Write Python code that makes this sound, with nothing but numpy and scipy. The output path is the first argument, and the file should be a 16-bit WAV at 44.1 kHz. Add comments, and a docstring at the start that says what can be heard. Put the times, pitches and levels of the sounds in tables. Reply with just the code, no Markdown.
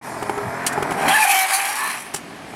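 """A skateboard rolls over an outdoor concrete bank, knocking across joints, and gives a bright clack.
At about 1 s it is thrown sideways into a long slide: the wheels stick and slip in a rough squeal,
while grit scrapes and hisses under them. Near 2 s they grip again, a second metallic clack sounds,
and the board rolls off quietly."""
import sys
import numpy as np
from scipy import signal
from scipy.fft import rfft, irfft
from scipy.io import wavfile
from scipy.ndimage import map_coordinates

SR = 44100
rng = np.random.default_rng(int(sys.argv[2]) if len(sys.argv) > 2 else 0)


def wav_record(signal):
    """Record a signal, one row per channel, as 16-bit PCM in the file named by sys.argv[1]."""
    frames = np.transpose(np.atleast_2d(signal))
    bounded = np.clip(frames, -1, 1)
    # unit amplitude maps onto the largest positive 16-bit level
    quanta = np.round(bounded * 32767).astype(np.int16)
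    wavfile.write(sys.argv[1], SR, quanta)


N = 112454
T = np.arange(N) / SR
FREQS = np.fft.rfftfreq(N, 1 / SR)


def amp(db):
    return 10 ** (np.asarray(db) / 20)


def unit(x):
    """Scale a signal to an average power of 1."""
    return x / np.sqrt(np.mean(x ** 2) + 1e-20)


def noise():
    return rng.standard_normal(N)


def curves(rows):
    """Each column of a table, joined by straight lines in time."""
    times, *columns = np.array(rows, float).T
    return [np.interp(T, times, column) for column in columns]


def colour(x, points):
    """Turn pitches up or down along a list of (frequency [Hz], gain [dB])."""
    hz, db = np.array(points, float).T
    return irfft(rfft(x) * amp(np.interp(np.log(FREQS + 1), np.log(hz), db)), N)


def response(f, hz, width):
    """How a resonance (a pitch at which a thing likes to ring) answers frequency f."""
    return 1j * f * width / (hz ** 2 - f ** 2 + 1j * f * width)


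def resonate(x, hz, width):
    return irfft(rfft(x) * response(FREQS, hz, width), N)


def wander(per_s):
    """A random drift, about 1 in size."""
    return unit(np.interp(T * per_s, np.arange(4096), rng.standard_normal(4096)))


def grit(per_s, spread_db):
    """Many tiny impacts of uneven size."""
    size = amp(spread_db * np.minimum(rng.exponential(size=N), 4))
    return unit((rng.random(N) < per_s / SR) * size * noise())


def ring(push, tones):
    """A pushed object rings with tones that each die away by 60 dB in their ring time."""
    t = T[:SR // 4]
    one_tap = sum(amp(db) * np.cos(2 * np.pi * hz * t) * 1000 ** (-t / ring_s)
                  for hz, db, ring_s in tones)
    return signal.fftconvolve(push, one_tap)[:N]


def burst(start, rise, decay):
    """A level that rises straight, then dies away."""
    return np.clip((T - start) / rise, 0, 1) * np.exp(-np.maximum(T - start - rise, 0) / decay)


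def shimmer(x, depth_db=4, per_s=14, size=256):
    """Narrow bands of pitch swell and fade separately as the wheels' contact patch changes."""
    _, t, bands = signal.stft(x, SR, nperseg=size)
    targets = rng.standard_normal((len(bands), size))
    drift = np.array([np.interp(t * per_s, np.arange(size), row) for row in targets])
    return unit(signal.istft(bands * amp(depth_db * unit(drift)), SR, nperseg=size)[1][:N])


# tone of the open air (frequency [Hz], gain [dB])
AIR_COLOUR = [(25, -24), (150, -3.5), (350, 4), (600, -6), (3000, -2.5), (6000, -11), (11000, -39),
              (15500, -36)]


def air(level_db=-46):
    """The open air is a faint, low rush that wavers a little."""
    return unit(colour(noise(), AIR_COLOUR)) * amp(level_db + wander(6.9))


def bank_echo(board, level_db=-16):
    """Sound bounces off a bank, arriving ever later as the board moves away."""
    delay_s = .0085 + .004 * T
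    return amp(level_db) * map_coordinates(board, [(T - delay_s) * SR], order=3)


def park_wash(board, level_db=-25, ring_s=.46):
    """Many echoes from the park blur into a short tail."""
    tail = noise() * 1000 ** (-T / ring_s) * (T > .008)
    return amp(level_db) * signal.fftconvolve(board, tail / np.linalg.norm(tail))[:N]


# loudness of the bearings (time [s], level [dB])
BEARING_LEVEL = [(0, -51), (.06, -43), (.6, -46.5), (.95, -43.5), (1.2, -39), (2.4, -53), (2.55, -49.5)]
# tone of their whirr (frequency [Hz], gain [dB])
BEARING_COLOUR = [(1500, -34), (3000, -39.5), (3900, -2), (5200, 6), (6500, 2.5), (9500, 6.5), (11500, 4.5),
                  (13000, -7), (15500, -18)]


def bearings():
    """The spinning bearings make a thin, high whirr."""
    (db,) = curves(BEARING_LEVEL)
    return shimmer(colour(noise(), BEARING_COLOUR)) * amp(db)


# brief swells along the ride (time [s], half-length [s], pitch [Hz], width [Hz], level [dB])
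SWELLS = [(0.476, .025, 123, 150, -32), (.42, .15, 412.9, 14, -35.5), (0.406, 0.041, 1317, 24, -33),
          (0.69, 0.13, 1640, 680, -29.5), (0.95, 0.27, 230, 182, -44), (1.114, 0.027, 3170, 260, -22.5),
          (1.226, 0.016, 2410, 140, -21), (1.314, 0.025, 2520, 310, -20.5), (1.35, 0.053, 3130, 190, -27),
          (1.842, 0.095, 1097, 205, -28), (2.4, 0.4, 214, 330, -41.5)]


def swells():
    """Resonances swell and fade, each a narrow band of noise."""
    out = 0
    for at, half_length, hz, width, db in SWELLS:
        band = unit(resonate(resonate(noise(), hz, width), hz, width))
        out += band * amp(db) * np.exp(-((T - at) / half_length) ** 2)
    return out


# loudness of the rolling (time [s], level [dB])
ROLL_LEVEL = [(0, -2), (.025, -42), (.06, -30), (.25, -29.5), (.45, -28), (.7, -27), (.87, -24.5),
              (1.0, -25), (1.08, -20.5), (1.16, -37), (1.5, -61), (1.85, -38.5), (2.0, -40.5), (2.2, -42),
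              (2.48, -39.5), (2.55, -41)]
# tone of the rolling (frequency [Hz], gain [dB])
ROLL_COLOUR = [(25, -51), (50, -14), (80, -8), (160, 0), (300, 2.5), (410, -3), (520, -3.5), (700, 5.5),
               (1200, -2), (2000, -6.5), (2500, -11.5), (2800, -63), (4000, -31), (15500, -54)]
# wheel spin (time [s], speed [turns/s], share of the noise that repeats each turn [0-1])
WHEEL_SPIN = [(0, 43, 0.43), (.38, 40.7, 0.43), (.6, 43.4, 0.88), (.8, 44, 0)]
# resonances of the deck, the plank under the rider (pitch [Hz], width [Hz], gain [dB])
LOADED_DECK = [(404, 12.5, 3.5), (670, 13.7, -12)]


def rolling():
    """Wheels drum over concrete and ring the deck; their rough tread comes round at every turn."""
    (db,) = curves(ROLL_LEVEL)
    turns_per_s, share = curves(WHEEL_SPIN)
    turn = np.cumsum(turns_per_s) / SR % 1
    wobble = 1 + .22 * np.sin(2 * np.pi * turn)
    tread = noise()[(turn * SR / turns_per_s.mean()).astype(int)]
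    ground = grit(per_s=12000, spread_db=-1.5)
    drumming = colour(np.sqrt(1 - share) * ground + np.sqrt(share) * tread, ROLL_COLOUR)
    deck = sum(amp(gain) * resonate(drumming, hz, width) for hz, width, gain in LOADED_DECK)
    return unit(drumming + deck) * amp(db) * wobble


# blows to the deck: mostly wheels hitting joints, plus a thump at 0.541 s that comes round with a wheel turn
# and the low thud under the second clack at 2.143 s (time [s], blow [dB], tick [dB], contact time [s])
DECK_BLOWS = [(0.225, -13, -24.5, .003), (0.2924, -25, -26, 0.0016), (.296, -9.5, -48, 0.0023),
              (0.3754, -16.5, -30.5, 0.00054), (0.541, -17.5, -38, .002), (.7765, -9.5, -36, 0.0018),
              (0.781, -18, -39, 0.0019), (0.824, -13, -19, 0.0051), (0.906, -24, -21.5, .003),
              (0.919, -13, -23.5, 0.0075), (2.143, -18, -35, 0.0026), (2.537, -26, -65, .005)]
# tones of the struck deck (pitch [Hz], level [dB], ring time [s])
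DECK_TONES = [(155, -10.5, 0.069), (393, 1.5, 0.031), (597, -8, 0.032), (798, 3, 0.026), (1270, -3, 0.027),
              (2130, 3, 0.024)]


def knocks():
    """Each blow to the deck comes with a short crunch and a dry tick."""
    push, tick_level = np.zeros(N), np.zeros(N)
    for at, blow_db, tick_db, contact_s in DECK_BLOWS:
        crunch = burst(at, .00023, contact_s) * noise()
        push += amp(blow_db) * .51 * crunch / np.linalg.norm(crunch)
        push[int(at * SR)] += amp(blow_db)
        tick_level += amp(tick_db) * burst(at, rise=.005, decay=.0039)
    # soft wheels pass only this band [Hz] to the deck
    soft_wheels = signal.butter(3, (86, 1270), "band", fs=SR, output="sos")
    deck = signal.sosfilt(soft_wheels, ring(push, DECK_TONES) * amp(-5))
    tick_colour = [(500, 10), (2600, 3), (3120, 3.5), (3700, -9), (10000, -3), (15500, -20)]
    return deck + tick_level * unit(colour(noise(), tick_colour))


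# two clacks of three quick hits each (time [s], level [dB], rise [s], decay [s])
CLACK_HITS = [(0.6645, -15.5, 0.00099, 0.011), (0.673, -26, 0.0018, 0.0029), (.722, -30.5, 0.0087, 0.0068),
              (2.137, -29.5, 0.0021, 0.0057), (2.144, -20, 0.0027, 0.0046), (2.159, -28.5, 0.0018, 0.013)]
# tone of the rattle (frequency [Hz], gain [dB])
CLACK_COLOUR = [(90, -32), (500, -15), (1500, 2.5), (2800, -0.5), (4200, -1.5), (6000, -0.5), (8000, 5),
                (11000, -0.5), (13000, -6), (15500, -24)]
# metallic tones (pitch [Hz], level [dB], ring time [s])
METAL_TONES = [(2980, -3, 0.02), (5700, 2, 0.031), (7600, -3, 0.019), (9630, 6, 0.042)]


def clacks():
    """Short, bright bursts of rattle ring briefly, like metal."""
    rattle = sum(amp(db) * burst(at, rise, decay) for at, db, rise, decay in CLACK_HITS) * noise()
    body = unit(colour(rattle, CLACK_COLOUR))
    metal = unit(ring(rattle, METAL_TONES))
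    return (body + amp(-6.5) * metal) * np.std(rattle)


# loudness of the sideways scrape (time [s], grinding [dB], hiss [dB])
SCRAPE_LEVELS = [(.8, -79, -78), (1.0, -27.5, -39.5), (1.077, -32, -36), (1.084, -16, -21),
                 (1.14, -22, -25.5), (1.24, -24.5, -21), (1.275, -22.5, -27.5), (1.3, -24, -21),
                 (1.425, -23, -22), (1.47, -26, -32.5), (1.51, -21.5, -27), (1.54, -23.5, -18),
                 (1.6, -25, -27.5), (1.75, -28.5, -31), (1.895, -27, -29.5), (1.94, -28.5, -35.5),
                 (2.03, -38, -40), (2.25, -44.5, -77)]
# tone of the grinding (frequency [Hz], gain [dB])
GRIND_COLOUR = [(100, -56), (250, -20.5), (420, -4.5), (500, -18), (600, -3), (750, -1.5), (1100, 4.5),
                (1400, -2), (2400, 4.5), (3000, -2.5), (3700, -15.5), (6000, -24), (15000, -46)]
# tone of the hiss (frequency [Hz], gain [dB])
HISS_COLOUR = [(1500, -42), (3500, -6), (4400, 0.5), (5000, -5), (5600, -2), (6700, -4.5), (8200, 0.5),
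               (10000, 3.5), (11500, 0.5), (13000, -7.5), (15500, -20)]
# resonances of a wheel and its axle mount (pitch [Hz], width [Hz], in squeal [dB], in scrape [dB])
WHEEL_RESONANCES = [(821.5, 220, 2, 3), (1180, 60, -22, 1), (1730, 430, 2, 5.5), (2252, 60, 1, -8),
                    (2420, 150, -13, -24), (3210, 190, -9.5, 3.5), (4040, 2250, 3, -12)]


def scrape():
    """Grit grinds under the sliding wheels, ringing them, with a fine hiss on top."""
    grind_db, hiss_db = curves(SCRAPE_LEVELS)
    grains = colour(grit(per_s=6000, spread_db=1), GRIND_COLOUR)
    ringing = sum(amp(db) * resonate(grains, hz, width) for hz, width, _, db in WHEEL_RESONANCES)
    grind = unit(grains + amp(-6) * ringing) * amp(grind_db + wander(90))
    hiss = shimmer(colour(grit(per_s=12000, spread_db=1), HISS_COLOUR))
    return grind + hiss * amp(hiss_db + 1.78 * wander(130))


def stick_slip(slip_hz, db, rough, octave_db, jitter_per_s=259.6):
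    """A wheel grabs and lets go at an unsteady rate; its resonances pick out the overtones."""
    jitter = 1 + .055 * rough * wander(jitter_per_s)
    phase = 2 * np.pi * np.cumsum(slip_hz * jitter) / SR
    tone = 0
    for k in (1, 2, 3):  # multiples of the slip rate
        peaks = [amp(gain_db) * abs(response(k * slip_hz, hz, width)) ** 2
                 for hz, width, gain_db, _ in WHEEL_RESONANCES]
        gain = np.linalg.norm(peaks, axis=0) * amp(octave_db if k == 2 else 0)
        blur = (k - 1) * .61 * rough * wander(jitter_per_s)  # higher overtones blur more
        tone += gain * np.sin(k * phase + blur)
    flutter_db = 4 * rough * np.tanh(wander(150))
    return tone * amp(db + flutter_db)


# squeal of the leading wheel (time [s], slip rate [Hz], level [dB], roughness [0-1])
LEAD_SQUEAL = [(.95, 796.4, -66, 0.86), (.995, 782.4, -28, 0.7), (1.06, 775.4, -22, 0.73),
               (1.09, 769, -19, 0.35), (1.125, 768.7, -16.5, 0.48), (1.14, 844.3, -20.5, 0.36),
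               (1.158, 905.8, -17, 0.36), (1.174, 856.3, -19, 0.3), (1.205, 863, -13.5, 0.29),
               (1.236, 875, -18.5, .45), (1.257, 790, -19, 0.71), (1.275, 768, -17.5, 0.38),
               (1.305, 772, -17.5, 0.61), (1.355, 760, -17, 0.29), (1.455, 757, -19, 0.11),
               (1.475, 775.2, -50, 0.8), (1.535, 775, -19, 0.32), (1.6, 790.4, -28.5, 0.44),
               (1.626, 805.7, -25.5, 0.71), (1.71, 839, -28, 0.53), (1.76, 851.4, -38, 0.6),
               (1.81, 872.5, -36.5, 0), (1.9, 894, -38, 0.37), (1.95, 867, -68, 0.8)]
# its overtone at twice the slip rate (time [s], gain [dB])
LEAD_OCTAVE = [(1.125, -5), (1.148, 4.5), (1.175, 4.5), (1.2, -23), (1.23, 1), (1.26, -9.5), (1.72, -7),
               (1.81, 9)]
# a second wheel chattering along (time [s], level [dB])
CHATTER_LEVEL = [(.98, -44), (1.11, -21.5), (1.17, -34), (1.255, -22.5), (1.32, -17.5), (1.37, -42),
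                 (1.63, -34.5), (1.75, -35), (1.95, -70)]


def squeal():
    """Two sliding wheels squeal at nearby pitches and beat against each other."""
    (chatter_db,) = curves(CHATTER_LEVEL)
    chatter_hz = 843.6 * (1 + .021 * wander(25))
    chatter = stick_slip(chatter_hz, chatter_db, rough=.501, octave_db=-19)
    slip_hz, db, rough = curves(LEAD_SQUEAL)
    (octave_db,) = curves(LEAD_OCTAVE)
    return stick_slip(slip_hz, db, rough, octave_db) + chatter


def scene():
    """The board, its echoes and the open air, in one channel."""
    board = rolling() + swells() + bearings() + squeal() + scrape() + knocks() + clacks()
    return (board + bank_echo(board) + park_wash(board) + air())[None]


def record(dry, top_hz=15850):
    """The sound fades in quickly; the highest treble is cut."""
    fade_in = np.clip((T - .012) / .029, 0, 1)
    treble_cut = signal.ellip(10, .2, 80, top_hz, fs=SR, output="sos")
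    return signal.sosfilt(treble_cut, dry * fade_in)


dry = scene()
out = record(dry)
wav_record(out)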